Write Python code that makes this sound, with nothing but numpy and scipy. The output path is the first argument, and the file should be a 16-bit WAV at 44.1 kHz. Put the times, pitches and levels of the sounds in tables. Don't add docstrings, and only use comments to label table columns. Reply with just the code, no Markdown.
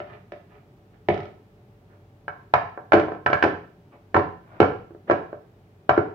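import sys
import numpy as np
from scipy import signal
from scipy.fft import rfft, irfft
from scipy.io import wavfile

SR = 44100
rng = np.random.default_rng(int(sys.argv[2]) if len(sys.argv) > 2 else 0)


def dump(signal):
    limited = np.clip(np.atleast_2d(signal).T, -1, 1)
    pcm = np.round(limited * 32767).astype(np.int16)
    wavfile.write(sys.argv[1], SR, pcm)


N = 270774

RING = 8192
FREQS = np.fft.rfftfreq(RING, 1 / SR)
TOP_HZ = 15750
AIR_DB = -54.5
SPOT_DB, SPOT_OCTAVES = 4.5, .17
CHOKE_DB = 2

# start_s, force_db, flatness (0-1), tick_db, spot_hz
TIN_KNOCKS = [(2.2805, 16.5, 0.05, -5, 1048), (2.538, 30.5, 0, 0, 1095), (2.7755, 14.5, .35, -12, 800),
              (2.9205, 29, 0, -7, 1350), (2.933, 33.5, 0.18, 3, 650), (2.997, 26, 0.6, 9, 330),
              (3.0835, 18.5, 0.52, -4, 1000), (3.119, 19.5, 0.69, -4.5, 487), (3.149, 12, 0.62, -4, 600),
              (3.262, 28.5, 0.06, -0.5, 1440), (3.301, 26.5, 0.62, 1.5, 686),
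              (3.3305, 30.5, 0.14, 2.5, 1620), (3.4255, 28, 0.07, 5, 1600), (4.144, 24, 0, -2.5, 1040),
              (4.164, 28.5, 0.12, -4, 930), (4.627, 22.5, 0.07, -3.5, 1370), (4.907, 3, 1, -14, 330),
              (4.948, 3, 1, -15, 400), (5.0985, 33, 0.6, -3.5, 600), (5.11, 23, 0.14, 5.5, 1290),
              (5.329, 15, 0.74, -10, 620), (5.8927, 34, .18, -1, 700), (5.965, 7, 0.06, -0.5, 1080)]
# start_s, force_db, flatness (0-1), tick_db, spot_hz,
# boom_db (of the counter), rattle_db (first bounce relative to the blow)
TIN_DROPS = [(2.939, 37.5, 0.98, 1, 330, -34.5, -4.5), (3.438, 34.5, 0.71, 7, 316.3, -43, -6.5),
             (4.153, 33, 0.7, -9.5, 760, -21, -1.5), (4.6026, 40, 0.85, 5, 483, -21, -7.5),
             (5.116, 30, 0.7, -3.5, 349.7, -39, -9), (5.977, 36.5, 0.84, -5.5, 370, -23.5, -26)]
# start_s, length_s, level_db
TIN_SLIDES = [(1.86, 0.13, -64.5), (3.11, 0.063, -51), (3.9, 0.081, -55.5), (4.4, 0.34, -54.5),
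              (5.066, 0.049, -40.5)]
# pitch_hz, width_hz, level_db
TIN_MODES = [(202, 242, -1.5), (336, 31, -6.5), (388, 6.5, -3), (478, 250, 0), (432, 53, -2.5),
             (581.3, 76, -3.5), (686, 58, 0.5), (750, 26, -1.5), (845, 90, -3), (934, 6.4, 0),
             (1031.6, 42.5, 3), (1131, 16, -6), (1336, 32.8, 2.5), (1499, 13, -6.5), (1580, 56, -1.5),
             (1718, 100, -2.5), (2279, 56, -2.5), (2524, 110, -10.5), (2910, 150, -9.5), (3190, 88, -27)]
# pitch_hz, rim_db, heel_db, flat_db
TIN_DRIVE = [(118, -2, -7, -11), (370, -8, -3.5, 3.5), (666, 0.5, -1, -10.5), (970, -2, -5.5, -16.5),
             (1328, 2, -9.5, -16), (3010, -10, -24.5, -25.5)]
# start_s, force_db, flatness (0-1), tick_db, spot_hz
BOWL_TAPS = [(0.002, 10, 0.02, -1, 590), (0.3205, 8, 0.06, 1.5, 530), (1.0865, 29, 0.4, -6.5, 2020)]
# start_s, force_db, flatness (0-1), tick_db, spot_hz,
# boom_db (of the counter), rattle_db (first bounce relative to the blow)
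BOWL_LANDINGS = [(1.106, 23, 0.99, -1, 380, -32.5, -14.5)]
# start_s, length_s, level_db
BOWL_WIPES = [(.02, 0.19, -52.5), (.46, 0.16, -59.5), (.92, 0.05, -65)]
# pitch_hz, width_hz, level_db
BOWL_MODES = [(138, 96, -4), (203, 78, 5.5), (375, 16, -0.5), (393.65, 24.7, 8), (616, 33, -3),
              (697, 100, -0.5), (760, 130, -4.5), (985, 230, -4), (1300, 46, 3.5), (1780, 76, -1),
              (1966, 110, -3.5), (2310, 120, -4), (2780, 800, -10)]
# pitch_hz, rim_db, heel_db, flat_db
BOWL_DRIVE = [(120, -6, -4.5, -2), (330, 2.5, -0.5, 3.5), (650, 2, 0, -9), (960, -4, -6.5, -13),
              (1300, -2.5, -25.5, -20), (2080, -11, -10, -25), (3170, -9.5, -10, -28)]
# pitch_hz, level_db
UPPER_MODES = [(600, -24.5), (1500, -11), (2500, -14), (3500, -20.5), (4500, -25), (5700, -28.5),
               (7000, -44.5), (9500, -60), (12000, -49.5), (15500, -55)]
# delay_ms, left_db, right_db
EARLY_ECHOES = [(3.3478, -14.5, -12.5), (8.95, -18.5, -16.5), (14.09, -11.5, -9.5), (23.86, -23, -16)]
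# pitch_hz, level_db, t60_s
TAIL_BANDS = [(49.8, 1.5, 0.19), (95.2, 7.5, 0.68), (200, -1.5, 0.46), (380, -6, 0.42), (730, -2, 0.41),
              (1458, -4, 0.41), (2980, -4, 0.43), (5920, -6, .42), (8950, -1, 0.3)]
# pitch_hz, t60_s, level_db
STANDING_WAVES = [(94.66, 0.39, 12), (127, 0.19, 10), (174.7, 0.75, 9.5), (197, .25, -3.5),
                  (305.6, 0.28, 0), (332.5, 0.23, -3.5), (421, 0.45, 2.5), (518, 0.19, 1), (587, 0.21, 3.5)]
# pitch_hz, difference_db
PORT_BALANCE = [(100, -0.5), (330, -2), (500, 0.5), (740, 3), (1130, -2), (1700, -7.5), (2600, -3.5),
                (5000, -6), (12000, -5)]
# pitch_hz, level_db (per Hz)
AIR_SHAPE = [(25, -38), (45, -1.5), (75, -15), (100, -2.5), (170, -5.5), (260, -13), (400, -10),
             (520, -21.5), (750, -18), (1000, -25), (2500, -33), (5000, -42), (9500, -50), (13000, -46)]
# pitch_hz, level_db (rms)
HUM_LINES = [(96.9, -60.5), (118.4, -66.5), (436, -70), (581.4, -71.5)]


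def undb(db):
    return 10 ** (np.asarray(db) / 20)


def along(hz, points, axis=1):
    table = np.array(points, float)
    return np.interp(np.log(np.maximum(hz, 1)), np.log(table[:, 0]), table[:, axis])


def causal(db):
    cepstrum = irfft(np.log(undb(db)))
    cepstrum[1:RING // 2] *= 2
    cepstrum[RING // 2 + 1:] = 0
    return np.exp(rfft(cepstrum))


def add(out, s, sound):
    i = max(int(s * SR), 0)
    out[:, i:i + sound.shape[1]] += sound[:, :N - i]


def tin():
    drops = chatter(TIN_DROPS, count=4, gap_s=.0135, shrink=.85, loss_db=2.5, tilt=0.21, bounce_tick_db=2)
    hits = strikes(TIN_KNOCKS + drops, TIN_MODES, TIN_DRIVE, scatter_db=1.4, detune=0.013,
                   crack_s=0.006, damping=1.16, tick_hz=2983)
    return hits + rubs(TIN_SLIDES, TIN_MODES, grain_db=-1.5, dull_hz=600, damping=4.5)


def bowl():
    rocking = chatter(BOWL_LANDINGS, count=5, gap_s=.037, shrink=.9, loss_db=2.0, tilt=.85, bounce_tick_db=5.5)
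    hits = strikes(BOWL_TAPS + rocking, BOWL_MODES, BOWL_DRIVE, scatter_db=1.54, detune=0.012,
                   crack_s=0.004, damping=1.18, tick_hz=4500)
    return hits + rubs(BOWL_WIPES, BOWL_MODES, grain_db=1, dull_hz=1300, damping=1.84)


def chatter(drops, count, gap_s, shrink, loss_db, tilt, bounce_tick_db, uneven=.08, wobble=0.21):
    contacts = []
    for s, force_db, flatness, tick_db, spot_hz, _, rattle_db in drops:
        contacts.append((s, force_db, flatness, tick_db, spot_hz))
        for k, (late, lean) in enumerate(rng.standard_normal((count, 2))):
            s = s + gap_s * shrink ** k * (1 + uneven * late)
            bounce_db = force_db + rattle_db - k * loss_db
            bounce_flatness = 1 - tilt + wobble * lean
            contacts.append((s, bounce_db, bounce_flatness, bounce_tick_db, spot_hz))
    return contacts


def strikes(contacts, modes, push, scatter_db, detune, crack_s, damping, tick_hz):
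    out = np.zeros((2, N))
    fade = np.minimum(1, np.linspace(2, 0, RING)) ** 2
    rim, heel, flat = (along(FREQS, push, axis=k + 1) for k in range(3))
    treble = along(FREQS, [(tick_hz / 2, 0), (tick_hz, 1)])
    for s, force_db, flatness, tick_db, spot_hz in contacts:
        lean = np.clip(2 * flatness - 1, -1, 1)
        extreme = flat if lean > 0 else rim
        push_db = heel + abs(lean) * (extreme - heel)
        octaves_off = np.log2(np.maximum(FREQS, 1) / spot_hz)
        spot_db = SPOT_DB / (1 + (octaves_off / SPOT_OCTAVES) ** 2)
        choked = damping * undb(CHOKE_DB * flatness)
        response = vessel(modes, scatter_db, detune, crack_s, damping=choked)
        drive = causal(force_db + push_db + spot_db + tick_db * treble)
        add(out, s, fade * irfft(response * drive))
    return out


def vessel(modes, scatter_db, detune, crack_s, damping=1, lag_ms=0.055, turn_hz=1000, radiate_hz=280,
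           build_cycles=0.36, crack_rise_s=0.00069):
    t = np.arange(RING) / SR
    hz, width, db = np.array(modes, float).T[:, :, None]
    weight, pitch, left, right = rng.standard_normal((4, len(modes), 1))
    build = 1 - np.exp(-t * hz / build_cycles)
    life = build * np.exp(-np.pi * width * damping * t) * np.sqrt(damping)
    rings = undb(db + scatter_db * weight) * 2 * np.pi * width / SR * life
    angle = 2 * np.pi * hz * (1 + detune * pitch) * t
    ring = rfft([(rings * np.sin(angle + port * hz / turn_hz)).sum(0) for port in (left, right)])
    ring *= causal(along(FREQS, [(3500, 0), (9000, -12.0)]))
    crack_shape = (1 - np.exp(-t / crack_rise_s)) * np.exp(-t / crack_s) * np.sqrt(2 / (crack_s * SR))
    crack = rng.standard_normal((2, RING)) * crack_shape
    response = ring + rfft(crack) * causal(along(FREQS, UPPER_MODES))
    response[0] *= np.exp(-2j * np.pi * FREQS * lag_ms / 10 ** 3)
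    return response * 1j * FREQS / (radiate_hz + 1j * FREQS)


def rubs(strokes, modes, grain_db, dull_hz, damping):
    out = np.zeros((2, N))
    for s, length, db in strokes:
        size = int(length * SR)
        sound = 0
        for place in range(3):
            grains = rng.standard_normal(size) * undb(grain_db * rng.exponential(size=size))
            catches = grains * (rng.random(size) < .02)
            body = vessel(modes, scatter_db=2, detune=.03, crack_s=.005, damping=damping)
            body = irfft(body / (1 + 1j * FREQS / dull_hz))
            sound = sound + signal.fftconvolve((catches * np.hanning(size))[None], body, axes=1)
        rms = np.sqrt(np.sum(sound ** 2) / (2 * size))
        add(out, s, sound * undb(db) / rms)
    return out


def counter(drops, hz, t60, rise_s=0.01, overtone=1.5, overtone_db=-5):
    out = np.zeros((2, N))
    t = np.arange(SR // 2) / SR
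    swing = np.sin(2 * np.pi * hz * t) + undb(overtone_db) * np.sin(2 * np.pi * hz * overtone * t)
    boom = swing * (1 - np.exp(-t / rise_s)) * np.exp(-np.log(1000) * t / t60)
    for s, *_, boom_db, _ in drops:
        add(out, s, undb(boom_db) * boom[None] / boom.max())
    return out


def reflections(sound, dull_hz=3000):
    out = np.zeros((2, N))
    soft = signal.sosfilt(signal.butter(1, dull_hz, fs=SR, output="sos"), sound)
    for ms, left_db, right_db in EARLY_ECHOES:
        add(out, ms / 10 ** 3, soft * undb([[left_db], [right_db]]))
    return out


def kitchen(sound, first_s=0.0019, build_s=0.003):
    t = np.arange(SR) / SR
    hz, noise = diffuse(size=SR)
    onset = 1 - np.exp(-np.maximum(t - first_s, 0) / build_s)
    tail = 0
    for k, (_, db, t60) in enumerate(TAIL_BANDS):
        share = along(hz, [(row[0], j == k) for j, row in enumerate(TAIL_BANDS)])
        fade = onset * np.exp(-np.log(1000) * t / t60)
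        tail = tail + undb(db) * irfft(noise * share, SR) * fade / np.sqrt(np.sum(fade ** 2))
    for mode_hz, t60, db in STANDING_WAVES:
        decay = np.log(1000) / t60
        wave = onset * np.exp(-decay * t) * np.cos(2 * np.pi * mode_hz * t)
        tail = tail + undb(db) * 2 * decay / SR * wave
    return signal.fftconvolve(sound, tail, axes=1)[:, :N]


def diffuse(size, apart_hz=1000):
    hz = np.fft.rfftfreq(size, 1 / SR)
    alike = np.sinc(hz / apart_hz)
    mid, side = rfft(rng.standard_normal((2, size)))
    signs = np.array([[1], [-1]])
    return hz, (mid * np.sqrt(1 + alike) + signs * side * np.sqrt(1 - alike)) / np.sqrt(2)


def background(waver_db=2):
    t = np.arange(N) / SR
    hz, noise = diffuse(size=N, apart_hz=1268)
    air = irfft(noise * undb(along(hz, AIR_SHAPE)), N)
    knots = np.arange(0, 7, .2)
    hum = 0
    for line_hz, db in HUM_LINES:
        waver = np.interp(t, knots, rng.standard_normal(len(knots)))
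        level = np.sqrt(2) * undb(db + waver_db * waver)
        hum = hum + level * np.sin(2 * np.pi * line_hz * t + waver)
    return air / np.std(air) * undb(AIR_DB) + hum


def scene():
    near, far = tin(), bowl()
    booms = counter(TIN_DROPS, hz=94, t60=0.15) + counter(BOWL_LANDINGS, hz=40, t60=0.15)
    room = reflections(near + far) + kitchen(undb(-1.0) * near + undb(2.0) * far)
    sound = near + far + booms + room
    lean_db = along(np.fft.rfftfreq(2 * N, 1 / SR), PORT_BALANCE) * np.array([[1], [-1]]) / 2
    return irfft(rfft(sound, 2 * N) * undb(lean_db))[:, :N] + background()


def record(dry, low_hz=45):
    sound = signal.sosfilt(signal.butter(2, low_hz, "high", fs=SR, output="sos"), dry)
    rounded = sound / (1 + (sound / 1.15) ** 4) ** .25
    return signal.sosfilt(signal.ellip(8, .2, 70, TOP_HZ, fs=SR, output="sos"), rounded)


dry = scene()
out = record(dry)
dump(out)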